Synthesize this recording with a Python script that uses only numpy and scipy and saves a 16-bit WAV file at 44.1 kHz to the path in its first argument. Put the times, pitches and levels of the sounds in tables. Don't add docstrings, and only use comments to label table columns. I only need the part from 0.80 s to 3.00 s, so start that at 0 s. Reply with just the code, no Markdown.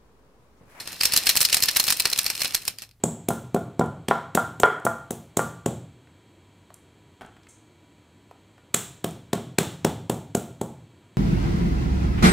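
import sys
import numpy as np
from scipy import signal
from scipy.fft import rfft, irfft, next_fast_len
from scipy.io import wavfile
from scipy.ndimage import uniform_filter1d

SR = 44100
rng = np.random.default_rng(int(sys.argv[2]) if len(sys.argv) > 2 else 0)


def put_to_file(sound):
    columns = np.atleast_2d(sound).T
    safe = np.clip(columns, -1, 1)
    whole_steps = np.round(safe * 32767)
    wavfile.write(sys.argv[1], SR, whole_steps.astype(np.int16))


def natural_amplitude(level_db):
    exponent = np.asarray(level_db, float) / 20
    return 10 ** exponent


N = 97020

# hz, side_minus_mid_db
SIDE_WIDTH = [(60, -22), (400, -21.5), (800, -19), (1300, -13), (2500, -10), (5000, -5.5), (10000, -2.5)]


def rms_one(x):
    return x / np.sqrt(np.mean(x ** 2) + 1e-20)


def at_hz(points, hz):
    table_hz, table_db = np.array(points)[:, 0], np.array(points)[:, 1]
    return np.interp(np.log(hz), np.log(table_hz + 1), table_db)


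def resonance(hz, width_hz, size):
    r = np.exp(-np.pi * width_hz / SR)
    z = np.exp(-2j * np.pi * np.arange(size // 2 + 1) / size)
    return (1 - r * r) / 2 * (1 - z * z) / (1 - 2 * r * np.cos(2 * np.pi * hz / SR) * z + r * r * z * z)


def drift(rate_hz):
    r = np.exp(-2 * np.pi * rate_hz / SR)
    noise = rng.standard_normal(N + SR // 2)
    return rms_one(signal.lfilter([1], [1, -2 * r, r * r], noise)[SR // 2:])


def causal(db):
    cepstrum = irfft(db * np.log(10) / 20)
    half = cepstrum.shape[-1] // 2
    return np.exp(rfft(cepstrum * np.r_[1, 2 * np.ones(half - 1), 1, np.zeros(half - 1)]))


def grains(shape, spread_db):
    size_db = spread_db * np.minimum(rng.exponential(1, shape), 3.5)
    return natural_amplitude(size_db) * rng.choice([-1, 1], shape)


def turning_db():
    # start_s, level_db
    stir = [(0, -30.5), (.04, -43), (.09, -40.5), (0.131, -35.5), (.18, -43.5), (.25, -32.5), (.42, -31.5),
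            (.7, -34), (1.08, -35), (1.17, -38), (1.4, -35.5), (1.54, -39), (1.66, -35.5), (1.83, -45.5),
            (1.9, -42.5), (1.97, -57), (2.07, -66.5), (2.2, -90.5)]
    return np.interp(np.arange(N) / SR, *np.transpose(stir))


def background():
    # hz, level_db_per_hz
    air_colour = [(12, -33), (20, -3.5), (70, -4), (277, -20), (337, -26), (4940, -37.5), (14700, -36),
                  (16000, -36)]
    hz = np.arange(N // 2 + 1) * SR / N + 1
    mid, side, hum, motor = rfft(rng.standard_normal((4, N)))
    side = side * natural_amplitude(at_hz(SIDE_WIDTH, hz))
    air = rms_one(irfft(np.array([mid + side, mid - side]) * natural_amplitude(at_hz(air_colour, hz)), N))
    hum = rms_one(irfft(hum * resonance(103, 25, N) ** 2, N))
    motor = rms_one(irfft(motor * resonance(150, 270, N), N))
    turning = turning_db()
    motor_db = -56.5 + 0.45 * (turning - turning.mean())
    return natural_amplitude(-63) * air + natural_amplitude(-63) * hum + natural_amplitude(motor_db) * motor


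def flap_and_frame(treble_db, full_db, start_s, vary_db, peak_vary_db, size):
    # hz, level_db_per_hz
    slap_colour = [(30, -18), (400, -17), (1200, -12), (2500, -8), (4500, -5.5), (7000, -6), (12000, -5.5),
                   (16000, -8.5)]
    # pitch_hz, width_hz, lift_db
    frame_rings = [(1783, 210, 3.5), (2560, 640, 5.5), (4194, 375, 8.5), (5280, 610, 7), (6540, 92, 1),
                   (8450, 250, 7), (11150, 550, 5), (13000, 370, 3)]
    # start_s, pitch_hz, lift_db
    own_rings = [(.254, 5250, 5.5), (.65, 5300, 5), (.728, 2720, 7.5), (.835, 4900, 5.5), (.967, 1500, 4.5),
                 (1.3, 5100, 9), (1.328, 5200, 8.5), (1.464, 5320, 5), (1.618, 5440, 8),
                 (1.879, 4170, -3.5), (1.986, 4800, 8), (2.112, 4540, 6.5)]
    own_width_hz, own_reach_s, wander = 900, .004, 0.028

    hz = np.arange(size // 2 + 1) * SR / size + 1
    octave = np.log2(hz / 4000)
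    db = at_hz(slap_colour, hz) + np.outer(treble_db, octave.clip(-.5, 2))
    db -= np.outer(full_db, (octave + .5).clip(-2, 0))
    centres = np.arange(-3, 2.5, .5)[:, None]
    bumps = np.exp(-(2 * (octave - centres)) ** 2)
    db += vary_db * rng.standard_normal((len(db), len(centres))) @ bumps

    pitch_hz, width_hz, lift_db = np.transpose(frame_rings)[:, :, None]
    luck = rng.standard_normal((len(db), 2, len(pitch_hz), 1))
    pitch_hz = pitch_hz * (1 + wander * luck[:, 0] * (peak_vary_db > 0))
    lift_db = lift_db + peak_vary_db * luck[:, 1]
    db += (lift_db / (1 + (2 * (hz - pitch_hz) / width_hz) ** 2)).sum(1)
    for when_s, own_hz, own_db in own_rings:
        this_flap = np.abs(np.subtract(start_s, when_s)) < own_reach_s
        db += np.outer(this_flap, own_db / (1 + (2 * (hz - own_hz) / own_width_hz) ** 2))
    return causal(db), causal(db + at_hz(SIDE_WIDTH, hz))


def rustle():
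    touches_per_s, flutter_s = 250, 0.0014
    rub = 1.15
    size = 2 ** 17
    octave = np.log2(np.arange(size // 2 + 1) * SR / size / 4000 + 1e-3)
    register_octave = np.arange(-1.5, 2, .75)[:, None]
    share = np.exp(-(octave.clip(-1.5, 1.5) - register_octave) ** 2 * 3)
    shape = (len(share), N)
    touches = np.abs(grains(shape, 2.5)) * (rng.random(shape) < touches_per_s / SR)
    touches = touches * natural_amplitude(0.5 * drift(30))
    bursts = rub + signal.lfilter([1], [1, -np.exp(-1 / (flutter_s * SR))], touches)

    def flutter(response):
        registers = rfft(bursts * rng.standard_normal(N), size) * share
        return irfft(registers.sum(0) / share.sum(0) * response[0], size)[:N]

    mid, side = map(flutter, flap_and_frame([-3.5], [2.5], [-1], 0, 0, size))
    return natural_amplitude(turning_db() - 2) * rms_one(np.array([mid + side, mid - side]))


def slaps():
    # start_s, peak_db, treble_db, length_ms, fullness_db
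    three_drums = [(.075, -18.5, -23, 2.4, 2), (.2097, -4.5, -18.5, 5.6, 1), (.234, -5.5, -17, 8.4, -1),
                   (.2542, -2, -15, 4.4, 0.5), (.3217, -9.5, -15.5, 1.4, -3.5), (.336, -4, -11, 6.3, 3),
                   (.3631, -1, -12, 5.9, -3), (.3742, 0, -12.5, 5.5, -2.5), (.469, -2.5, -17.5, 5.1, 1),
                   (.4908, -6, -14.5, 7.6, -0.5), (.4978, -3.5, -15, 3.3, -1), (.5548, -8, -11.5, 3, 3.5),
                   (.5695, -1, -10, 8.9, -2), (.6048, -10.5, -7, 6.3, 4), (.6128, -2.5, -12.5, 4.5, 1.5),
                   (.65, -1.5, -16.5, 7.9, -5), (.7275, -4, -12, 6.8, 2), (.7435, -0.5, -13.5, 5, -1),
                   (.769, -5.5, -13, 6.3, 0.5), (.8242, -3.5, -13, 2.7, -1), (.8345, -1, -8.5, 6.8, 1),
                   (.8851, -6, -29.5, 8.2, -7)]
    # start_s, peak_db, treble_db, length_ms, fullness_db
    two_drums = [(0.9618, -6, -25, 3.7, -0.16), (0.9676, -2.5, -10.5, 5.6, -0.81),
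                 (0.9979, -3, -13.5, 6.4, 0.13), (1.04, -8, -10.5, 2.5, -2.4),
                 (1.068, -13.5, -14.5, 7.5, 1), (1.0804, -7, -16.5, 4.1, -0.99),
                 (1.0849, -8, -19.5, 4.6, -2.1), (1.1034, -3, -12.5, 7.7, 0.081),
                 (1.1238, -5.5, -15.5, 5.7, -0.37), (1.1986, -4, -12, 7.2, 0.32), (1.2545, -4, -21, 4.9, 1),
                 (1.3002, -19.5, -7.5, 5.8, 1), (1.3283, -4.5, -16, 7.4, 1),
                 (1.3878, -2.5, -15, 5.2, -0.89), (1.4636, -5, -14, 5.7, 1), (1.5008, -8.5, -15, 4.5, 1)]
    # start_s, peak_db, treble_db, length_ms, fullness_db
    last_drum = [(1.5518, -18, -16, 4.3, -2), (1.594, -21.5, -13, 8, 1), (1.6051, -16, -15, 6.3, 0.5),
                 (1.618, -8, -14.5, 5.1, 1), (1.6467, -10.5, -14.5, 4.1, 2), (1.6548, -12.5, -28, 6.3, -1),
                 (1.7465, -4, -16, 7.1, -0.5), (1.8528, -20, -11, 2.2, -1), (1.8788, -7.5, -17, 5.4, 1),
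                 (1.9857, -21, -19.5, 1.7, -3.5), (2.021, -22, -12, 1.8, 5), (2.112, -40.5, -22.5, 1.9, -5)]
    # start_s, peak_db, treble_db
    ticks = [(0.1203, -25, -11.5), (.130, -24.5, -11), (0.206, -19, -16), (0.2227, -15.5, -16),
             (0.27, -19, -15.5), (0.3458, -14, -28), (0.4361, -17.5, -16.5), (0.4583, -15.5, -11.5),
             (0.482, -27.5, -12), (0.5187, -18, -6), (.592, -19.5, -11), (0.6197, -5, -1),
             (0.6296, -8, -7.5), (0.6873, -15, -20.5), (0.6982, -14, -22), (0.7028, -14, -17),
             (.7828, -15.5, -12.5), (.858, -10, -10), (0.9126, -15, -10.5), (0.9578, -20, -18),
             (1.030, -19, -12), (1.0534, -16, -10), (1.1555, -32, -11), (1.171, -15.5, -6),
                  (1.2217, -16, -15), (1.2719, -16, -3), (1.3152, -17, -14), (1.4436, -14, -8.5),
                  (1.482, -22, -15), (1.5779, -18, -11), (1.679, -20, -6), (1.708, -21.5, -17),
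                  (1.7225, -25, -20.5), (1.7508, -9, -13.5), (1.7626, -20.5, -12), (1.8184, -29.5, -16.5),
                  (1.8819, -16.5, -11), (2.0262, -29, -19), (2.036, -32, -28), (2.049, -39, -22.5)]
    # start_s, peak_db, treble_db, fullness_db
    more_ticks = [(0.0568, -31, -33, 6.5), (0.0624, -38, -21, 10), (0.1632, -32, -13, -5),
                  (0.1944, -33, -7, -1.0), (0.4923, -1, -15, -4.5), (0.5648, -4.5, -6.5, 5.5),
                  (0.6057, -5, -9.5, 3), (0.792, -23, -19, 4), (0.8042, -14, -13, 3), (0.831, -10, -9.0, -12),
                  (0.9078, -21.0, -11, -7), (0.9343, -23.0, -9, -2), (0.9495, -21, -14, 0),
                  (1.0978, -13, -15.5, 4), (1.1676, -19.5, -8, -4), (1.1824, -25, -13.0, -2),
                  (1.189, -29, -12, -6), (1.3, -17, -8.5, 1.5), (1.322, -26, -20.5, 8), (1.3606, -17.5, -23, 2.0),
                  (1.3771, -11.5, -5.5, 3.5), (1.4152, -19, -2, -5.5), (1.4318, -18.5, -4.5, -6),
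                  (1.4523, -24.5, -9, -1.0), (1.456, -20.5, -22.5, 6), (1.5668, -24.5, -21, -1.5),
                  (1.5857, -29, -19, -8), (1.634, -13.5, -11, 1.5), (1.6738, -22.0, -4, -8),
                  (1.8218, -29.0, -20, -3.0), (1.8336, -33, -18, -1.5), (1.8582, -35, -13, -1.0),
                  (1.8643, -39.5, -20, -9), (2.091, -41.0, -16, 2.0)]
    tick_ms, tick_fullness_db = 1.9, -5
    span, lead = 8192, 512

    rows = [*three_drums, *two_drums, *last_drum]
    rows += [(*row, tick_ms, tick_fullness_db) for row in ticks]
    rows += [(*row[:-1], tick_ms, row[-1]) for row in more_ticks]
    start_s, peak_db, treble_db, length_ms, full_db = np.transpose(rows)
    tick = (length_ms == tick_ms)[:, None]
    length_s = np.maximum(length_ms, .5)[:, None] / 1000
    since = (np.arange(span) - lead) / SR
    t = np.maximum(since, 0)
    inside = t < span / SR / 2

    blow = np.exp(-(t / length_s) ** 1.83) * (1 + natural_amplitude(3.5) * np.exp(-t / 0.00009))
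    since_face = since - 0.0038 * length_s / .005
    face = (since_face > 0) * np.exp(-np.abs(since_face) / 0.00016)
    blow += natural_amplitude(1.5) * face * rng.uniform(0.11, 1, (len(start_s), 1))
    scrape = np.exp(np.minimum(since, 0) / 0.0035 * length_s.mean() / length_s)
    blow = np.where(since < 0, natural_amplitude(-12 - 15.5 * tick) * scrape, blow) * inside
    patter = natural_amplitude(-8.5 - 6.5 * tick) * np.exp(-t / 0.018) * (since > 0) * inside
    patter_dull = 1 / (1 + 1j * np.arange(span // 2 + 1) * SR / span / 8200)
    uneven = rms_one(uniform_filter1d(rng.standard_normal(blow.shape), size=50))
    ragged = natural_amplitude(3.5 * np.tanh(t / .002) * uneven)

    def strike(response):
        hit = rfft(grains(blow.shape, 3) * blow * ragged)
        settling = rfft(grains(blow.shape, 3) * patter * ragged) * patter_dull
        return irfft((hit + settling) * response, span)

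    tilt_db = 0.46 * (treble_db + 13)
    mid, side = map(strike, flap_and_frame(tilt_db, full_db, start_s, 1.0, 2.5, span))
    loud = np.sqrt(uniform_filter1d(mid ** 2, size=64).max(1, keepdims=True))
    puff_s = .0011
    puff = np.e * t / puff_s * np.exp(-t / puff_s)
    puff = signal.lfilter(*signal.butter(1, 40.2, "high", fs=SR), puff)
    mid = mid / loud + natural_amplitude(-21.5 + .6 * full_db[:, None]) * puff * ~tick
    side = side / loud

    out = np.zeros((2, lead + N + span))
    for start, gain, m, d in zip((start_s * SR).astype(int), natural_amplitude(peak_db - 8.5), mid, side):
        out[:, start:start + span] += gain * np.array([m + d, m - d])
    return out[:, lead:lead + N]


def room(x):
    t60_s, low_hz, wall_cut_hz = 0.26, 1000, 12000
    size = next_fast_len(N + SR)
    w = 2 * np.pi * np.arange(size // 2 + 1) / size
    x = signal.lfilter(*signal.butter(2, low_hz, "high", fs=SR), x)
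    dull = 1 / (1 + 1j * w * SR / (2 * np.pi * wall_cut_hz))
    echoes = []
    for k, lag_s in enumerate(rng.uniform(0.0071, 0.033, 16)):
        loop = natural_amplitude(-60 * lag_s / t60_s) * dull * np.exp(-1j * w * np.round(lag_s * SR))
        echoes.append(loop / (1 - loop) * (-1) ** (k // 2))
    left, right = sum(echoes[::2]), sum(echoes[1::2])
    return irfft(rfft(x, size) * np.array([left, right]), size)[:, :N]


def scene():
    flaps = slaps() + rustle()
    return flaps + natural_amplitude(-26.5) * room(flaps) + background()


def band_limit(x):
    return signal.sosfilt(signal.butter(12, 16970, fs=SR, output="sos"), x)


def record(dry):
    ceiling = .85
    rounded = ceiling * np.tanh(dry / ceiling)
    top_cut = signal.cheby2(10, 40, 16200, fs=SR, output="sos")
    mix = signal.sosfilt(top_cut, rounded)
    return band_limit(mix)


dry = scene()
out = record(dry)
put_to_file(out)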